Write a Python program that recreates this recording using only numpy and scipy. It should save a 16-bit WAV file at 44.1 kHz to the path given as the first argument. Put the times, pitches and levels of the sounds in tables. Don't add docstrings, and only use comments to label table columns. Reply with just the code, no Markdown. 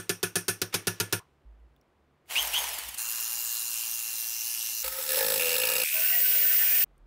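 import sys
import numpy as np
from scipy import signal
from scipy.io import wavfile
from scipy.ndimage import uniform_filter1d, minimum_filter1d

SR = 44100
rng = np.random.default_rng(int(sys.argv[2]) if len(sys.argv) > 2 else 0)


def voltage_ratio(level):
    return 10 ** (np.asarray(level, float) / 20)


def unload_audio(sound):
    columns = np.transpose(np.atleast_2d(sound))
    steps = np.round(np.clip(columns, -1, 1) * 32767)
    wavfile.write(sys.argv[1], SR, steps.astype(np.int16))


N = 311346

# pitch_hz, level_db_per_hz
HUSH = [(18, -37.5), (30, -12), (79, -10), (153, -12), (336, -9), (554, -13.5), (721, -15), (1070, -17),
        (3000, -29), (6000, -40), (16000, -47)]
# pitch_hz, beat_hz, level_db
FAN = [(72.5, 3., -69.5), (143, 2.5, -72)]
# start_s, peak_db, pitch_hz, t60_s
THUMPS = [(1.441, -47, 52.9, 0.47), (1.592, -51, 57, 0.39), (2.38, -54, 52, 0.75), (2.579, -63, 61.4, 1.4),
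          (2.84, -49.5, 58, 0.29), (4.83, -46, 55.3, 0.28), (5.06, -67, 58.4, 1.8), (5.5, -75, 58.3, 1.2),
          (6.84, -64.5, 44.8, 1.6), (6.96, -56, 38.1, 0.69)]
# start_s, peak_db, pitch_hz
TICKS = [(1.4194, -71, 2920), (1.5994, -73.5, 2880), (1.7638, -60, 3500), (1.813, -60, 5600),
         (2.2588, -60, 2200), (2.302, -31, 2960), (2.943, -34, 4500), (6.98, -61, 8750)]

# start_s, peak_db, then relative to it thud_db, ring_db, boom_db
BLOWS = [(-0.03, -20.5, -12.0, -9.5, -20.5), (0.093, -20, -9.5, -5, -20), (0.229, -19, -10.5, -5.5, -19.5),
         (0.355, -17.5, -10.5, -7, -20.5), (0.481, -17.5, -13, -5.5, -18),
         (0.616, -18.5, -16, -12.5, -19.5), (0.741, -14, -17, -14, -23.5), (0.87, -16, -12.5, -8.5, -17),
         (1.0, -16, -15.5, -10.5, -16.5), (1.125, -14.5, -16, -11, -16.5)]
# pitch_hz, level_db_per_hz
CLATTER = [(35, -34.5), (60, -15.5), (256, -8.5), (408, -0.5), (715, -17.5), (785, -14), (1440, -9),
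           (2090, -13.5), (2580, -8.5), (4100, -7.5), (5590, -5.5), (7570, -10), (14500, -8), (16000, -24)]
# pitch_hz, t60_s
SHOP = [(200, 0.43), (530, 0.32), (1390, 0.31), (3680, 0.18), (9700, 0.043)]
# pitch_hz, width_hz, level_db, t60_s
STEEL = [(1470, 90, -3, .18), (1735, 60, -5, .18), (2550, 200, -5, .18), (3230, 300, -9, .15),
         (5650, 450, -4, .24), (6400, 400, -6, .18), (8870, 400, -2, .2), (9800, 500, 2, .15),
         (12100, 900, -3, .15), (13480, 70, -8, .2)]
# pitch_hz, level_db, t60_s
PART = [(1328, -1, .12), (1400, -3, .12), (1730, -3, .16), (2210, -11.5, .2), (2680, -9, .14),
        (3120, -9, .14), (3430, -6, .14), (4580, -6, .15), (5000, -6, .15), (5545, -6, .2), (5800, -8, .2),
        (6250, -8, .1), (6438, -10, .12)]
# pitch_hz, level_db, t60_s
BENCH = [(176.2, -1, 0.17), (336, -2.5, 0.11), (370.7, 1.5, 0.13), (395.7, 12, 0.063), (718, -5.5, 0.11)]
# pitch_hz, level_db under the blow, t60_s
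LOOSE = [(937, -23, 0.14), (1410, -20.5, 0.18), (1720, -23, .25), (2245, -31, .2), (3180, -38, .12)]

# time_s, whine_hz
REVS = [
    (2.25, 1105),
    (2.34, 1965),
    (2.37, 2735),
    (2.393, 3175),
    (2.44, 3202),
    (2.53, 2654),
    (2.572, 3253),
    (2.62, 3240),
    (2.975, 1249),
]
# start_s, held_s, whine_db
PEDAL = [
    (2.357, 0.021, -26.5),
    (2.547, 0.026, -32),
]
# multiple, level_db
WHINE = [(2, -52), (3, -53), (4, -51), (5, -55), (6, -55), (7, -55), (8, -55), (9, -56), (10, -56),
         (11, -57), (12, -58)]
# pitch_hz, level_db_per_hz
REV_TONE = [(88, -82.5), (150, -43), (368, -16), (457, -4.5), (888, 3), (1260, -3.5), (2020, 2),
            (3040, 2.5), (3700, -1.5), (12900, -5.5), (16000, -5)]
# start_s, peak_db
SLAPS = [(2.423, -20.5), (2.4723, -21), (2.537, -21.5), (2.586, -19), (2.6369, -27), (2.6847, -24),
         (2.7364, -23), (2.784, -16), (2.832, -25), (2.8855, -13.5), (2.943, -11.5)]

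# time_s, turns_per_s
FREE_TURNS = [(2.975, 114), (3.2, 116.2), (3.5, 117.2), (3.8, 115.8), (4.2, 114.9), (4.83, 114.2)]
# pitch_hz, level_db_per_hz
FREE_TONE = [(59, -85), (100, -54), (140, -59), (174, -25), (691, -37), (818, -24), (2270, -17.5),
             (2750, -2.5), (3400, -9.5), (6020, -2.5), (14400, -8.5), (16000, 2)]
# pitch_hz, width_hz, level_db
FREE_PEAKS = [(822, 42, -2), (1715, 24, 0.5), (2130, 54, -4.5), (2757, 20, -14), (4110, 320, 2),
              (5980, 120, -3), (7050, 99, 5), (7910, 61, -70), (9460, 1100, 4.5), (11300, 410, 6),
              (13550, 2300, 6)]
# start_s, length_s, pitch_hz, level_db
SIDE_TONES = [(3.15, .55, 3110, -62), (4.3, .62, 2896, -54), (4.42, .32, 2974, -56)]
# pitch_hz, regripped_hz, width_hz, level_db, loudest_s
PINGS = [(6900, 5800, 600, -46, 3.055), (11000, 12600, 650, -45, 3.025), (14100, 14600, 1000, -44, 3.015)]

# time_s, pressure_db, hum_hz
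CUT = [(4.83, -35, 524), (4.85, -6, 524), (4.905, -19.5, 532), (4.99, -7, 531), (5.055, -23.5, 524),
       (5.11, -0.5, 526), (5.34, 5, 531), (5.4, 0.5, 498), (5.84, 1.5, 514)]
# first_s, last_s, gap_s, peak_db, shank_ring_db relative to it
SPELLS = [(4.8421, 4.8421, .05, -31, -1), (4.861, 4.879, .018, -34, -3), (4.9238, 4.9857, .0619, -39, -8),
          (5.011, 5.05, .013, -37, -8), (5.0623, 5.0765, .0142, -33, -6), (5.0902, 5.0902, .05, -26, -5),
          (5.1033, 5.157, .01335, -23, -4), (5.178, 5.178, .05, -24, -4), (5.169, 5.3762, .01884, -20, -8),
          (5.3951, 5.552, .01207, -24.5, 4), (5.563, 5.599, .0178, -21, -10),
          (5.6162, 5.6873, .0178, -19, 2), (5.6986, 5.7528, .018, -21, 2), (5.7631, 5.8336, .0176, -20, 1)]
# pitch_hz, level_db_per_hz
CUT_TONE = [(50, -60), (100, -40), (220, -34), (330, -35), (650, -29), (1150, -26), (1350, -19),
            (3000, -19), (4500, -18), (6000, -18), (9000, -17), (14000, -13), (15600, -13), (16000, -20)]
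# pitch_hz, width_hz, level_db
CUT_PEAKS = [(1760, 150, -15), (5330, 350, -11), (7940, 500, -9), (11100, 400, -6), (12200, 600, -9),
             (14800, 370, -5)]
# pitch_hz, width_hz, level_db
GLINTS = [(11100, 160, -41), (12250, 300, -46), (14350, 350, -39), (14850, 300, -39)]

# pitch_hz, level_db_per_hz
GRIND_TONE = [(59, -66), (100, -50), (389, -50), (502, -10.5), (1250, -20.5), (1550, -6), (2860, -2.5),
              (3700, -8), (10900, -10), (13500, -0.5), (14400, -5), (16000, -6)]
# pitch_hz, width_hz, level_db
GRIND_PEAKS = [(5600, 1500, -6), (7940, 900, -2), (9270, 1600, -0.5), (12500, 8800, -3), (14400, 390, -20),
               (14580, 320, 8)]
# time_s, lower_db, upper_db
CATCHES = [(5.98, -45.5, -59), (6.054, -43, -45), (6.114, -42.5, -54), (6.254, -41, -54), (6.334, -41, -58),
           (6.4, -52, -61), (6.458, -44, -38.5), (6.514, -39, -39), (6.62, -40.5, -33), (6.68, -43.5, -48),
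           (6.746, -48, -40), (6.806, -45, -43)]
# start_s, length_s, pitch_hz, level_db
SEATING = [(5.934, 0.1, 639, -43), (5.924, 0.1, 1055, -53.5), (6.114, 0.086, 703, -45.5),
           (6.119, 0.058, 1927, -35), (6.12, .03, 2140, -37), (6.15, .03, 2190, -44),
           (6.17, .06, 1930, -41), (6.198, 0.37, 513.4, -49.5), (6.206, 1, 2600, -46), (6.3, .5, 2990, -47),
           (6.617, .21, 2440, -39)]

SLIP_S, CUT_S = 0.8, 1.2
TOP_HZ, STARTED_S, START_DB_PER_S = 3190, 2.31, 807
PEDAL_RISE_DB_PER_S, PEDAL_FALL_DB_PER_S = 899, 342.5
GRIP_S, GRIP_DAMPING = 3.9, 0.35
BITE_S, SHAKE_S = 5.09, 5.22
GRIND_S, SEATED_S, SQUEAL_S, LIFT_S = 5.84, 5.95, 5.91, 6.841


def noise(n):
    return rng.standard_normal(n)


def sine(hz, t):
    return np.sin(2 * np.pi * hz * t)


def gliding(hz):
    return np.sin(2 * np.pi * np.cumsum(hz) / SR)


def dying(t, db, t60):
    return voltage_ratio(db - 60 * t / t60)


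def ramp(t, start_s, length_s, low=0, high=1):
    return np.clip((t - start_s) / length_s, low, high)


def swell(t, start_s, length_s):
    return np.sin(np.pi * ramp(t, start_s, length_s)) ** .5


def evened(x):
    return x / np.sqrt(np.mean(x ** 2) + 1e-20)


def drift(n, size):
    return evened(uniform_filter1d(noise(n), size))


def read(points, hz):
    f, value = np.transpose(points)
    return np.interp(np.log(hz + 1), np.log(f + 1), value)


def unroll(rows):
    s, *columns = np.transpose(rows)
    t = np.arange(s[0], s[-1], 1 / SR)
    return [t] + [np.interp(t, s, c) for c in columns]


def add(mix, s, sound):
    at = round(s * SR)
    sound = sound[max(-at, 0):]
    part = mix[max(at, 0):][:len(sound)]
    part += sound[:len(part)]


def resonate(x, hz, width):
    turn = np.exp(2j * np.pi * np.cumsum(hz * np.ones(len(x))) / SR)
    r = np.exp(-np.pi * width / SR)
    return evened((turn * signal.lfilter([1 - r], [1, -r], x / turn)).real)


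def resonate_twice(x, hz, width, hz2, width2):
    return resonate(resonate(x, hz, width), hz2, width2)


def coloured(x, tone, peaks=(), peaks_db=0.):
    hz = abs(np.fft.fftfreq(4096, 1 / SR))
    power = voltage_ratio(read(tone, hz)) ** 2 + 1e-10
    for f, width, db in peaks:
        power = power + voltage_ratio(db + peaks_db) ** 2 / (1 + (2 * (hz - f) / width) ** 2) ** 2
    log_gain = np.log(power) / 2
    taps = np.fft.ifft(np.exp(np.conj(signal.hilbert(log_gain)))).real
    return evened(signal.oaconvolve(x, taps[:2048])[:len(x)])


def patchy(x, patchy_db):
    z = signal.stft(x, nperseg=256)[2]
    field = uniform_filter1d(noise(z.shape), 5, 0)
    field = evened(uniform_filter1d(field, 30, 1))
    return evened(signal.istft(z * voltage_ratio(patchy_db * field), nperseg=256)[1][:len(x)])


def flaring(clicks, decay_s, steady, sharp):
    flare = signal.lfilter([1], [1, -np.exp(-1 / (decay_s * SR))], clicks)
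    return sharp * clicks + (steady + flare) * noise(len(clicks))


def knocks(rate, jitter, spread_db, decay_s, steady, sharp=0., beat_hz=10., beat=0., between=0.):
    n = len(rate)
    turns = np.cumsum(rate * np.exp(jitter * drift(n, 500))) / SR
    size = voltage_ratio(spread_db * noise(n))
    size *= 1 + beat * sine(beat_hz, np.arange(n) / SR)
    clicks = size * (np.diff(np.floor(turns), prepend=0) > 0)
    clicks += between * size * (np.diff(np.floor(3 * turns), prepend=0) > 0)
    return flaring(clicks, decay_s, steady, sharp)


def hush():
    return voltage_ratio(-69) * coloured(noise(N), HUSH)


def far_fan():
    t = np.arange(N) / SR
    tones = sum(voltage_ratio(db) * sine(hz, t) * np.cos(np.pi * beat_hz * (t - 3.36)) for hz, beat_hz, db in FAN)
    return (t > CUT_S) * tones


def thumps():
    out, t = np.zeros(N), np.arange(SR) / SR
    for s, db, hz, t60 in THUMPS:
        rise = (1 - np.exp(-t / 0.024)) ** 2
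        add(out, s, rise * dying(t, db + 10, t60) * sine(hz, t))
    return out


def ticks():
    out, t = np.zeros(N), np.arange(400) / SR
    for s, db, hz in TICKS:
        add(out, s, voltage_ratio(db) * np.exp(-t / .0015) * (sine(hz, t) + .4 * np.diff(noise(401))))
    return out


def blow(peak_db, thud_db, ring_db, boom_db):
    t = np.arange(SR // 3) / SR
    hz, frames, z = signal.stft(coloured(noise(len(t)), CLATTER), SR, nperseg=128)
    z = z * dying(frames, 0, read(SHOP, hz)[:, None])
    tail = signal.istft(z, SR, nperseg=128)[1][:len(t)]
    crack = tail * (1 + 14 * np.exp(-t / .006) + 12 * np.exp(-t / .0015))
    steel = np.zeros(len(t))
    for f, width, db, t60 in STEEL:
        steel += dying(t, db + 2 * noise(1), t60) * resonate(noise(len(t)), f, width)
    for f, db, t60 in PART:
        steel += dying(t, db - 6.5 + 2 * noise(1), t60) * sine(f, t)
    steel *= 1 + 2 * np.exp(-t / .006)
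    thud = sum(dying(t, db + 0.52 * noise(1), t60) * sine(f, t) for f, db, t60 in BENCH)
    thud *= 1 - np.exp(-t / 0.003)
    boom = (1 - np.exp(-t / 0.025)) * dying(t, 0, 0.18) * sine(105, t)
    out = voltage_ratio(-16.5) * crack + voltage_ratio(ring_db - 8.5) * steel
    out += voltage_ratio(thud_db) * thud + voltage_ratio(boom_db + 9) * boom
    return voltage_ratio(peak_db) * out


def hammer():
    out, t = np.zeros(N), np.arange(N) / SR
    short = t[:SR // 3]
    for s, peak_db, *parts_db in BLOWS:
        add(out, s + .0006, blow(peak_db, *parts_db))
        if s > SLIP_S:
            add(out, s, sum(dying(short, peak_db + db, t60) * sine(hz, short) for hz, db, t60 in LOOSE))
    slip = np.interp(t, [.724, .732, .741, .743], [0.02, 0.4, 0.38, 0.049])
    out += voltage_ratio(-31.5) * slip * resonate(noise(N), 2300, 2000)
    out += (t > .741) * dying(abs(t - .741), -35.5, 0.16) * resonate(noise(N), 2200, 74)
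    room = (t > CUT_S) * dying(abs(t - CUT_S), -51.5, 0.15) * resonate(noise(N), 1060, 150)
    return out * np.interp(t, [CUT_S - .006, CUT_S, CUT_S + 0.26], [1, .1, 0]) + room


def brush_whine(t, hz, turns):
    whine_db = np.max([db + np.minimum(0, np.minimum(PEDAL_RISE_DB_PER_S * (t - s),
                                                     PEDAL_FALL_DB_PER_S * (s + held - t)))
                       for s, held, db in PEDAL], axis=0)
    throb = 2.5 * np.cos(np.pi * turns / 22) ** 4
    tone = throb * np.sin(2 * np.pi * turns) + 0.56 * resonate(noise(len(t)), hz, 350)
    return np.clip((hz - 2150) / 600, .05, 1) * voltage_ratio(whine_db + 4) * tone


def brush_overtones(t, hz, turns, octaves):
    upper = np.zeros(len(t))
    for k, db in WHINE:
        level = voltage_ratio(db - 4 * (k > 3) * octaves) * (k * hz < SR / 2)
        upper += level * voltage_ratio(4.5 * drift(len(t), 500)) * np.sin(2 * np.pi * k * turns)
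    return upper * ramp(t, 2.3, 0.057, .1) * np.sqrt(hz / TOP_HZ)


def revs():
    t, hz = unroll(REVS)
    octaves = np.log2(hz / TOP_HZ)
    start_db = START_DB_PER_S * np.minimum(t - STARTED_S, 0)
    climbing = uniform_filter1d(1. * (np.gradient(hz) > 0), size=900)
    pulling = climbing * np.clip(-octaves, 0, 1)
    noise_db = -28 + 10.5 * octaves + 9 * pulling + start_db
    growl_db = -50.5 + 21.5 * octaves + start_db
    turns = np.cumsum(hz * (1 + 0.016 * drift(len(t), 60))) / SR
    slap = np.ones(len(t))
    for s, db in SLAPS:
        slap += voltage_ratio(db + 40) * np.exp(-((t - s - .004) / 0.0047) ** 2)
    drive = knocks(hz / 22, jitter=.1, spread_db=4., decay_s=.0006, steady=1.)
    sleeve = resonate_twice(drive, 10000, 7000, 11200, 9000)
    sleeve += 0.83 * resonate(drive, 12900, 700) + 0.55 * resonate(drive, 9500, 900)
    rush = coloured(drive, REV_TONE) + 0.073 * slap * sleeve
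    rush += 0.19 * np.clip(-octaves + 0.49, 0, 1) * resonate(drive, 3000, 300)
    out = brush_whine(t, hz, turns) + voltage_ratio(noise_db - 7) * rush
    out += voltage_ratio(noise_db + 37) * brush_overtones(t, hz, turns, octaves)
    out += voltage_ratio(growl_db + 5.5) * resonate_twice(drive[::-1], 860, 380, 820, 340)
    return t[0], out


def bearing_pings(t, turns):
    clicks = (np.diff(np.floor(turns), prepend=0) > 0) * voltage_ratio(2.9 * noise(len(t)))
    grip = ramp(t, GRIP_S, .4)
    out = np.zeros(len(t))
    for hz, later_hz, width, db, s in PINGS:
        hz = hz + (later_hz - hz) * grip
        beats = 1 + .6 * np.cos(2 * np.pi * 9.8 * (t - s))
        struck = clicks * (1 - GRIP_DAMPING * grip) * beats
        out += voltage_ratio(db) * resonate_twice(struck, hz, width, hz, 2 * width)
    return out


def side_tones(t, drive):
    out = np.zeros(len(t))
    for s, length, hz, db in SIDE_TONES:
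        out += voltage_ratio(db + 2) * swell(t, s, length) * (np.sqrt(2) * sine(hz, t) + 0.15 * resonate(drive, hz, 25))
    return out


def running():
    t, rate = unroll(FREE_TURNS)
    drive = knocks(rate, jitter=.001, spread_db=1., decay_s=.0012, steady=.32, sharp=.3, beat=.1, between=.3)
    even = knocks(rate, jitter=.001, spread_db=1., decay_s=.002, steady=.9, between=.5)
    low_pass = signal.butter(2, 7000, fs=SR)
    drive = evened(drive) + signal.lfilter(*low_pass, evened(even) - .75 * evened(drive))
    body = patchy(coloured(drive, FREE_TONE, FREE_PEAKS, peaks_db=-5.), patchy_db=2.)
    body += ramp(t, 3.9, .5) * 0.15 * resonate_twice(drive, 6100, 1000, 6150, 1200)
    body += ramp(t, 3.9, -0.98) * 0.055 * resonate_twice(drive, 7200, 600, 7000, 800)
    turns = np.cumsum(rate) / SR
    throb = .9 * ramp(t, 4.4, -.4, .3)
    whine = (1 + throb * np.cos(2 * np.pi * .648 * turns)) * np.sin(2 * np.pi * 24 * turns)
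    ring = 1.1 * whine + .3 * resonate(drive, 2575, 100)
    ring += .35 * resonate_twice(drive, 24 * rate, 200, 24 * rate, 300)
    whirr = resonate_twice(noise(len(t)), 1700, 740, 950, 480)
    out = voltage_ratio(-30.5) * body + voltage_ratio(-47.5) * ring
    out += voltage_ratio(-49.5 - 7 * (t - t[0])) * whirr
    return t[0], out + side_tones(t, drive) + bearing_pings(t, turns)


def bounces(t):
    rows = [(s, peak, ring) for first, last, gap, peak, ring in SPELLS
            for s in np.arange(first, last + gap / 2, gap)]
    rows = np.array(rows) + 1.3 * noise((len(rows), 3)) * [0, 1, 1]
    s, peak_db, ring_db = rows.T
    at = ((s + 0.0012 - t[0]) * SR).astype(int).clip(0, len(t) - 1)
    hits, snaps = np.zeros(len(t)), np.zeros(len(t))
    hits[at], snaps[at] = voltage_ratio(peak_db + ring_db + 25), voltage_ratio(peak_db + 25)
    return hits, snaps


def cutting():
    t, press_db, hum_hz = unroll(CUT)
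    jolt_db = 10 * np.exp(-((t - 5.214) / .035) ** 2)
    scrape_db, hum_db = -28 + 0.17 * press_db, -34 + press_db + 0.29 * jolt_db
    buzz_db = -52 + 0.81 * press_db + jolt_db
    hits, clicks = bounces(t)
    beats = 1. * (clicks > 0)
    bounce = evened(flaring(hits, decay_s=.0015, steady=0, sharp=16.))
    scrape = evened(flaring(np.sqrt(clicks), decay_s=.005, steady=.4, sharp=0))
    snaps = evened(flaring(clicks, decay_s=.0009, steady=0, sharp=3.))
    teeth = knocks(166. + 0 * t, jitter=.03, spread_db=4., decay_s=.001, steady=.3, sharp=2.)
    body = patchy(coloured(scrape + .5 * teeth, CUT_TONE, CUT_PEAKS, peaks_db=-3.), patchy_db=1.2)

    bounce += 0.83 * evened(teeth) * ramp(t, 5.3, 0.28)
    chatter = resonate_twice(bounce, 2730, 150, 2730, 300)
    chatter += .7 * resonate_twice(bounce, 2540, 100, 2540, 250) + .4 * resonate(bounce, 2330, 70)
    rattle = voltage_ratio(-36.5) * chatter + voltage_ratio(-37) * resonate_twice(snaps, 3900, 1500, 4000, 1500)
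    for hz, width, db in GLINTS:
        rattle += voltage_ratio(db) * resonate_twice(snaps + 0.16 * teeth, hz, width, hz, 2 * width)
    shake = beats * ramp(t, SHAKE_S, 0.02) * ramp(t, 5.5, -0.13, .5)
    vice = resonate_twice(shake, 110, 60, 110, 60) + 1.8 * resonate_twice(shake, 223, 63, 178, 90)
    rattle += voltage_ratio(-64.5) * vice
    rattle += voltage_ratio(-51) * resonate(teeth, 1290, 30) + voltage_ratio(-54) * resonate(teeth, 920, 50)

    overtone = resonate_twice(beats, 880, 50, 785, 200)
    overtone *= ramp(t, 5.17, 0.0096, .3) * ramp(t, 5.55, -0.16, .6, 1.3)
    buzz = resonate(bounce, 940, 70) + resonate(bounce, 1410, 40) + 0.07 * resonate(teeth, 730, 180)
    buzz += 1.8 * overtone + 3.3 * (t > BITE_S - .02) * resonate(teeth, 1726, 63)

    before_bite = ramp(t, BITE_S + .02, -.02, .05)
    hum = before_bite * gliding(hum_hz)
    hum += .62 * resonate_twice(beats, 510, 45, 510, 130)
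    hum += .25 * resonate_twice(teeth, hum_hz, 50, hum_hz, 110)
    hum *= ramp(t, t[-1], -.006)
    return t[0], voltage_ratio(scrape_db) * body + rattle + voltage_ratio(buzz_db - 5.5) * buzz + voltage_ratio(hum_db) * hum


def squeal(t, settle, flicker, rate):
    hz = 14715
    waver = 18 * drift(len(t), 2500) + 35 * drift(len(t), 200)
    waver += 55 * gliding(54 * (1 + .1 * flicker))
    out = gliding(hz + waver) + 0.5 * resonate_twice(noise(len(t)), hz - 40, 200, hz - 40, 300)
    out *= 1 + .3 * np.cos(2 * np.pi * 520 * t)
    out *= 1 + .7 * settle * np.cos(2 * np.pi * rate * (t - 5.918))
    growth_db = -16.5 - 15 * np.exp(-(t - GRIND_S) / 0.3)
    return voltage_ratio(growth_db) * out * ramp(t, SQUEAL_S, .02, .2)


def grinding():
    t = np.arange(GRIND_S, LIFT_S, 1 / SR)
    done = (t - GRIND_S) / (LIFT_S - GRIND_S)
    flicker = drift(len(t), 1500)
    settle = np.clip(1 - (t - t[0]) / .38, 0, 1)
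    rate = 75 + 0 * t
    bounce = knocks(rate, jitter=.004, spread_db=1.5, decay_s=.0006, steady=0, sharp=12.)
    bounce = settle ** .4 * np.roll(bounce, -290)
    teeth = knocks(3.5 * rate, jitter=.08, spread_db=3., decay_s=.0014, steady=.6, sharp=1.)
    body = patchy(coloured(.06 * bounce + .4 * teeth, GRIND_TONE, GRIND_PEAKS, peaks_db=-2.5), patchy_db=-1.)
    under = signal.sosfiltfilt(signal.butter(4, 2050, fs=SR, output="sos"), body)
    body = body - 0.55 * ramp(t, SEATED_S + .02, -0.037) * under
    out = voltage_ratio(-29.5 + 5.5 * done) * body
    shank_hz = 2900. - 480. * settle
    chatter = resonate_twice(bounce + .1 * teeth, shank_hz, 380, shank_hz, 450)
    out += voltage_ratio(-41.5 - 0.5 * np.sqrt(done)) * chatter
    low_hz = 1535. - 25. * settle
    low_db = -61 + 12.5 * flicker + 410 * np.minimum(t - SEATED_S, 0)
    out += voltage_ratio(low_db) * resonate(teeth, low_hz, 23)
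    out += squeal(t, settle, flicker, rate)
    for s, lower_db, upper_db in CATCHES:
        rings = voltage_ratio(lower_db + 4.5) * gliding(low_hz) + voltage_ratio(upper_db + 3) * sine(1807, t)
        out += np.exp(-((t - s) / 0.019) ** 2) * rings
    for s, length, hz, db in SEATING:
        tone = sine(hz, t) + .2 * resonate_twice(teeth, hz, 26, hz, 58.6)
        out += voltage_ratio(db) * swell(t, s, length) * tone
    return t[0], out


def scene():
    mix = hush() + far_fan() + thumps() + ticks() + hammer()
    for part in (revs, running, cutting, grinding):
        add(mix, *part())
    low = signal.lfilter(*signal.butter(2, 750, fs=SR), mix)
    side = .08 * low + voltage_ratio(-35) * np.roll(mix, 300)
    return np.array([mix - side, mix + side])


def top_cut(x):
    return signal.sosfilt(signal.butter(12, 16830, fs=SR, output="sos"), x)


def record(dry):
    ceiling = .175
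    peak = -minimum_filter1d(-abs(dry).max(0), size=40)
    held = dry * uniform_filter1d(np.minimum(1, ceiling / (peak + 1e-9)), size=20)
    edge = signal.firwin(1501, 15730, window=("kaiser", 9), fs=SR)
    return top_cut(signal.oaconvolve(held, edge[None], "same"))


dry = scene()
out = record(dry)
unload_audio(out)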